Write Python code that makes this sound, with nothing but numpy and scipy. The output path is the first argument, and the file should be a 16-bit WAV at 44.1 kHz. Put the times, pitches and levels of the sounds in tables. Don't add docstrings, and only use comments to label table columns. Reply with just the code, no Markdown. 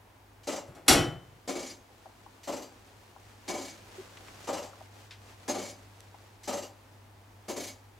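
import sys
import numpy as np
from scipy import signal
from scipy.fft import rfft, irfft, next_fast_len
from scipy.io import wavfile

SR = 44100
rng = np.random.default_rng(int(sys.argv[2]) if len(sys.argv) > 2 else 0)


def put_to_file(sound):
    columns = np.atleast_2d(sound).T
    safe = np.clip(columns, -1, 1)
    whole_steps = np.round(safe * 32767)
    wavfile.write(sys.argv[1], SR, whole_steps.astype(np.int16))


N = 352359

# t/s, frame thud/dB, steel ring/dB, first rebound's ring/dB,
# time to that rebound/s, number of rebounds, extra boom/dB, extra clack/dB, extra sparkle/dB
BEATS = [(.470, -31, -37.5, -40.5, 0.046, 2, 1, 0, 2.5), (1.475, -31.5, -38, -42, 0.076, 5, 1.5, -1.5, 2.5),
         (2.472, -34.5, -43.5, -43.5, 0.048, 3, 5, 2.5, 7), (3.478, -33.5, -38, -42.5, 0.059, 5, 3.5, 2, 4),
         (4.472, -30.5, -42, -41.5, 0.054, 3, -4, 2.5, 4),
         (5.478, -30.5, -36.5, -41.5, 0.0646, 5, 2, 0.5, 4.5),
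         (6.474, -31.5, -38, -40.5, 0.051, 3, 1, 2, 6.5), (7.481, -34, -41.5, -40, 0.08, 4, 1.5, -1.5, 9)]
# from f/Hz, to f/Hz
BOOM_HZ, CLACK_HZ, SPARKLE_HZ = (228, 377), (720, 1250), (11470, 17000)
# gap from first to second rebound/s, ratio of each gap to the last, ring loss
# per rebound/dB, thud drop on rebound/dB, further thud loss/(dB/s), train's ring against landing's/dB
CHATTER = [(0.042, 1.3, 3, 4, 119, -9), (0.037, 0.97, 0.96, 3, 153, -1.5)]
# t/s, level/dB
UNLOCKS = [(.430, -55.5), (2.431, -50.5), (4.434, -54), (6.431, -49)]
# f/Hz, level/dB
IRON_SPECTRUM = [(55, -35), (145, -10), (240, 3), (620, 6.5), (960, -0.5), (1320, -6.5), (1750, -9.5),
                 (3100, -12), (8200, -32)]
STEEL_SPECTRUM = [(320, -13), (1150, -18), (2050, -0.5), (2650, -5.5), (4100, -1.5), (5900, -1),
                  (7500, -4.5), (8500, -7.5), (11200, -13), (12600, -21.5), (15900, -32.5)]
# f/Hz, width/Hz, peak from the first pallet/dB, peak from the second/dB
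IRON_MODES = [(195, 14, 8, 9), (266, 20, 6, 12), (304, 18, 7, 6), (356, 20, 3, 9), (459, 20, 0, 2),
              (557, 30, 7, 6), (584, 24, 9, 8), (781, 36, 6, 7), (851, 20, 4, -3), (924, 25, 2, -5),
              (1016, 30, 4, 5), (1196, 35, 2, 5), (1291, 70, 6, -1)]
STEEL_MODES = [(1745, 70, 3, 3), (2058, 35, 5, -2), (2226, 45, 2, 9), (2832, 50, 7, 6), (3026, 30, 9, 0),
               (3521, 35, -1, 5), (3902, 60, -5, 6), (4336, 35, 7, -3), (4428, 50, -9, 6), (4691, 30, 7, 1),
               (4872, 60, -3, 6), (5702, 70, -1, 3), (5965, 110, 5, 5), (6152, 40, 3, 7),
               (6386, 20, 14, 10), (6901, 22, 14, 10), (7588, 45, 10, 14), (7702, 45, 9, 7),
               (9941, 35, 0, 10), (13282, 35, 22, 22), (15728, 40, 10, 10)]

# t/s, timber thump/dB, clunk/dB, steel crash/dB
LEVER_BLOWS = [(0.674, -50.5, -53.5, -63), (0.749, -56, -50, -59), (.862, -53, -41.5, -60),
               (0.8802, -61, -19, -14), (.922, -35, -26, -24), (0.985, -29, -31.5, -39.5),
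               (1.085, -64, -81, -73)]
# f/Hz, level/dB
THUMP_SPECTRUM = [(25, -16.5), (48, -11), (70, -7), (110, 5), (165, 3.5), (230, -29), (500, -70)]
CLUNK_SPECTRUM = [(100, -3), (270, 2.5), (400, -2), (550, -1.5), (740, 2), (900, -10.5), (1500, -9),
                  (2500, -17), (6000, -38)]
CRASH_SPECTRUM = [(320, -13.5), (1250, 3), (2450, 2), (4900, 4.5), (7100, 2), (8900, 0.5), (10900, 3),
                  (12400, -9), (14100, -11), (15900, -20.5)]
# f/Hz, width/Hz, peak/dB
LEVER_MODES = [(287, 15, 7), (355, 18, 11), (479, 15, 6), (826, 17, 6), (1101, 18, 5), (1261, 18, 5),
               (1351, 22, 8), (1446, 16, 9), (1948, 16, 4), (2178, 40, 6), (2571, 28, 5), (2701, 19, 5),
               (2809, 21, 9), (3043, 14, 8), (3378, 36, 10), (3463, 22, 10), (3766, 24, 6), (4108, 50, 7),
               (4591, 33, 5), (5665, 80, 10), (7102, 24, 9), (7559, 26, 13), (7706, 36, 6), (8471, 85, 5),
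               (11485, 24, 10)]
# f/Hz, level/dB, t60/s
LEVER_PING = [(1954, -26.5, 0.33), (2513, -26, 0.24), (3040, -25.5, 0.47), (3270, -34, 0.3),
              (5636, -28, 0.25), (7000, -58, 0.16)]

# t/s, level/dB, centre f/Hz
KNOCKS = [(2.057, -37.5, 706), (2.091, -46, 744), (2.262, -43.5, 857), (3.162, -45.5, 855),
          (4.732, -46, 1050), (4.808, -42, 700), (6.143, -44.5, 820)]
# t/s, level/dB, centre f/Hz, t60/s
CLICKS = [(4.170, -43.5, 1970, 0.041), (4.283, -41.5, 1550, 0.033), (5.108, -45.5, 2660, 0.21),
          (6.005, -33, 4360, 0.0055)]
# t/s, length/s, level/dB, f/Hz
CREAK = (3.979, .036, -43, 377)
# f/Hz, level/dB
AIR_SPECTRUM = [(20, -3), (48, 9), (75, 6.5), (115, 8), (150, -4), (250, 2.5), (550, -1.5), (880, 2.5),
                (1300, -5.5), (2000, -7.5), (4000, -14.5), (8000, -20.5), (15000, -22)]
CLOTH_SPECTRUM = [(100, -3.5), (350, 2.5), (900, -1.5), (1600, -3.5), (3000, -6.5), (7000, -11),
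                  (10000, -18), (16000, -25.5)]
# t/s, level/dB
CLOTH_LEVEL = [(0, -76.5), (1.9, -63), (2.9, -61.5), (3.3, -59.5), (3.75, -54), (4.4, -52), (4.8, -57.5),
               (6.0, -58.5), (7.3, -66.5), (8, -67.5)]
HUM_LEVEL = [(0, -62.5), (2.5, -66), (3.5, -60.5), (5.1, -57), (8, -59)]
# (f/Hz, left's lead/rad)
CLOCK_PORTS = [(60, 0.95), (180, 1), (550, 0.67), (1650, 0.75), (4970, 0.85), (15000, 0.57)], [(60, -1),
               (150, 2), (380, 1), (950, 3), (2380, 2), (5980, 0.8), (15000, -0.8)], [(0, 0), (600, 0.25),
               (2410, 0.055), (8700, 0.064), (16200, 0.0)]
ROOM_PORTS = [(60, 1), (240, 0.58), (950, 0.098), (3770, 0.047), (15000, 0.6)], [(60, 0.514), (380, 0.41),
              (2380, 0.85), (15000, 0.078)], [(0, 0), (15400, -0.07), (16200, 0.3)]


def escapement(pallet):
    beats = BEATS[pallet::2]
    on_frame, on_steel, out = [], [], np.zeros((2, N))
    for beat in beats:
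        thuds, landing, rebounds = chatter(beat, *CHATTER[pallet])
        on_frame += thuds
        on_steel += landing + rebounds
        if pallet == 0:
            for s, _ in rebounds[2:]:
                add(out[:1], s, settling())
    if pallet == 0:
        on_steel += UNLOCKS
    thuds = blows(*np.transpose(on_frame), rise=0.0058, early_t60=0.09, tail_db=-9.5, tail_t60=0.42)
    rings = blows(*np.transpose(on_steel), rise=0.0045, early_t60=0.22, tail_db=-15.5, tail_t60=0.3)
    iron_modes = [(hz, width, db[pallet]) for hz, width, *db in IRON_MODES]
    steel_modes = [(hz, width, db[pallet]) for hz, width, *db in STEEL_MODES]
    boom, clack, sparkle = (per_beat(beats, column) for column in (-3, -2, -1))
    frame = body(thuds, IRON_SPECTRUM, iron_modes)
    frame = boost(frame, BOOM_HZ, boom)
    frame = boost(frame, CLACK_HZ, clack)
    steel = body(rings, STEEL_SPECTRUM, steel_modes, crowd_db=3.8)
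    return out + frame + boost(steel, SPARKLE_HZ, sparkle)


def chatter(beat, gap, gap_ratio, ring_loss_db, thud_drop_db, thud_db_per_s, train_ring_db):
    s, thud_db, ring_db, rebound_db, flight, count, *_ = beat
    train_lag_s = 0.014
    bounce = np.arange(round(count))
    gaps = gap * gap_ratio ** bounce
    later = np.cumsum(gaps) - gaps
    times = s + flight + later
    nudge_db = thud_db - thud_drop_db - thud_db_per_s * later
    thuds = [(s, thud_db - 3.5), (s + train_lag_s, thud_db)]
    thuds += [*zip(times, nudge_db - 1.5), *zip(times + train_lag_s, nudge_db - 2.5)]
    landing = [(s, ring_db), (s + train_lag_s, ring_db + train_ring_db)]
    rebounds = list(zip(times, rebound_db - ring_loss_db * bounce))
    return thuds, landing, rebounds


def settling():
    return ringing(hz=4691, db=-51.5, t60=0.27, rise=0.0037, length_s=0.5)


def lever(weight_lag_s=0.013, ping_s=0.94):
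    s, thump_db, clunk_db, crash_db = np.transpose(LEVER_BLOWS)
    thumps = blows(s, thump_db, rise=0.0089, early_t60=0.12, tail_db=-13, tail_t60=0.76)
    clunks = blows(np.r_[s, s + weight_lag_s], np.r_[clunk_db - 4.5, clunk_db],
                   rise=0.0024, early_t60=0.44, tail_db=-13, tail_t60=0.48)
    crashes = blows(s, crash_db, rise=0.00083, early_t60=0.29, tail_db=-12, tail_t60=0.097)
    strike = s[np.argmax(crash_db)]
    glare_db, loss_db_per_s, fade_s = 1.5, 44.5, 0.25
    glare = [(strike, glare_db), (strike + fade_s, glare_db - loss_db_per_s * fade_s)]
    out = body(thumps, THUMP_SPECTRUM) + body(clunks, CLUNK_SPECTRUM, LEVER_MODES)
    out += boost(body(crashes, CRASH_SPECTRUM, LEVER_MODES), band_hz=(8500, 17000), curve=glare)
    for hz, db, t60 in LEVER_PING:
        add(out[:1], ping_s, ringing(hz, db, t60, rise=0.033, length_s=1))
    return out


def knocks():
    out = np.zeros((2, N))
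    for s, db, hz in KNOCKS:
        add(out, s, tap(db, hz, width=0.4 * hz, t60=0.053))
    for s, db, hz, t60 in CLICKS:
        add(out, s, tap(db, hz, width=1.2 * hz, t60=t60))
    s, length, db, hz = CREAK
    t = np.arange(round(length * SR)) / SR
    creak = signal.windows.tukey(len(t), 0.5) * np.sin(2 * np.pi * hz * t)
    add(out[:1], s, amp(db) * unit_rms(creak))
    return out


def room_tone(air_db=-58.5, hum_hz=100.4, fibres_per_s=9000, snaps_per_s=6.8, snaps_db=-20):
    t, knots = np.arange(N) / SR, np.linspace(0, N / SR, num=120)
    swell, waver, folds = (np.interp(t, knots, row) for row in rng.standard_normal((3, len(knots))))
    air = amp(air_db) * body(rng.standard_normal((2, N)), AIR_SPECTRUM)
    hum = amp(0.74 * swell) * np.sin(2 * np.pi * hum_hz * t + 0.3 * waver)
    air[0] += level(HUM_LEVEL) * unit_rms(hum)
    fibres = rng.standard_normal((2, N)) * (rng.random(N) < fibres_per_s / SR) * amp(1.86 * folds)
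    snaps = (rng.random((2, N)) - 0.5) * (rng.random(N) < snaps_per_s / SR)
    cloth = body(unit_rms(fibres) + amp(snaps_db) * unit_rms(snaps), CLOTH_SPECTRUM)
    return air + level(CLOTH_LEVEL) * cloth


def blows(times, levels_db, rise, early_t60, tail_db, tail_t60):
    t, power = np.arange(SR) / SR, np.zeros((1, N))
    decay = np.hypot(amp(-60 * t / early_t60), amp(tail_db - 60 * t / tail_t60))
    shape = ((1 - np.exp(-t / rise)) * decay) ** 2
    for s, db in zip(times, levels_db):
        add(power, s, amp(db) ** 2 / shape.max() * shape)
    return np.sqrt(power) * rng.standard_normal((2, N))


def body(x, spectrum, modes=(), crowd_db=0, size=16384):
    hz = abs(np.fft.fftfreq(size, 1 / SR))
    peaks = 1 + sum(amp(db) ** 2 / (1 + (2 * (hz - f) / width) ** 2) for f, width, db in modes)
    knots = np.arange(0, SR / 2, 40)
    ripple = np.interp(hz, knots, rng.standard_normal(len(knots)))
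    gain = unit_rms(amp(read(spectrum, hz) + crowd_db * ripple) * np.sqrt(peaks))
    minimum_phase = np.exp(signal.hilbert(np.log(gain)).conj())
    response = np.fft.ifft(minimum_phase).real[:size // 2]
    return signal.oaconvolve(x, response[None], axes=1)[:, :N]


def ringing(hz, db, t60, rise, length_s):
    t = np.arange(round(length_s * SR)) / SR
    return amp(db - 60 * t / t60) * (1 - np.exp(-t / rise)) * np.sin(2 * np.pi * hz * t)


def tap(db, hz, width, t60, rise=0.00061):
    t = np.arange(SR // 2) / SR
    top = np.hypot(hz, width / 2) + width / 2
    band = signal.butter(2, [top - width, min(top, SR / 2 - 1)], "band", fs=SR, output="sos")
    grain = unit_rms(signal.sosfilt(band, rng.standard_normal((2, len(t)))))
    return amp(db - 60 * t / t60) * (1 - np.exp(-t / rise)) * grain


def microphone(pair, likeness, balance, lead):
    size = next_fast_len(N)
    hz, spectra = np.fft.rfftfreq(size, 1 / SR), rfft(pair, size)
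    same = np.sqrt(np.clip(read(likeness, hz), 0, 1))
    mid = np.sqrt((1 + same) / 2) * spectra[0]
    side = np.sqrt((1 - same) / 2) * spectra[1]
    lean = amp(read(balance, hz) / 2) * np.exp(0.5j * read(lead, hz))
    return irfft(np.array([(mid + side) * lean, (mid - side) / lean]), size)[:, :N]


def boost(x, band_hz, curve):
    band = signal.butter(2, np.minimum(band_hz, SR / 2 - 1), "band", fs=SR, output="sos")
    return x + (level(curve) - 1) * signal.sosfiltfilt(band, x)


def per_beat(beats, column):
    return [(beat[0] + held, beat[column]) for beat in beats for held in (0, 1)]


def amp(db):
    return 10 ** (np.asarray(db) / 20)


def unit_rms(x):
    return x / np.sqrt(np.mean(x ** 2) + 1e-20)


def read(points, hz):
    f, value = np.transpose(points)
    return np.interp(np.log(hz + 1), np.log(f), value)


def level(curve):
    return amp(np.interp(np.arange(N) / SR, *np.transpose(curve)))


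def add(mix, s, sound):
    part = mix[:, round(s * SR):][:, :sound.shape[-1]]
    part += sound[..., :part.shape[-1]]


def scene():
    clock = escapement(pallet=0) + escapement(pallet=1) + lever()
    return microphone(clock + knocks(), *CLOCK_PORTS) + microphone(room_tone(), *ROOM_PORTS)


def record(dry, bass_cut_hz=33, band_limit_hz=15900):
    bass_cut = signal.butter(4, bass_cut_hz, "high", fs=SR, output="sos")
    band_limit = signal.firwin(511, band_limit_hz, window=("kaiser", 9), fs=SR)
    return signal.oaconvolve(signal.sosfilt(bass_cut, dry), band_limit[None], "same")


dry = scene()
out = record(dry)
put_to_file(out)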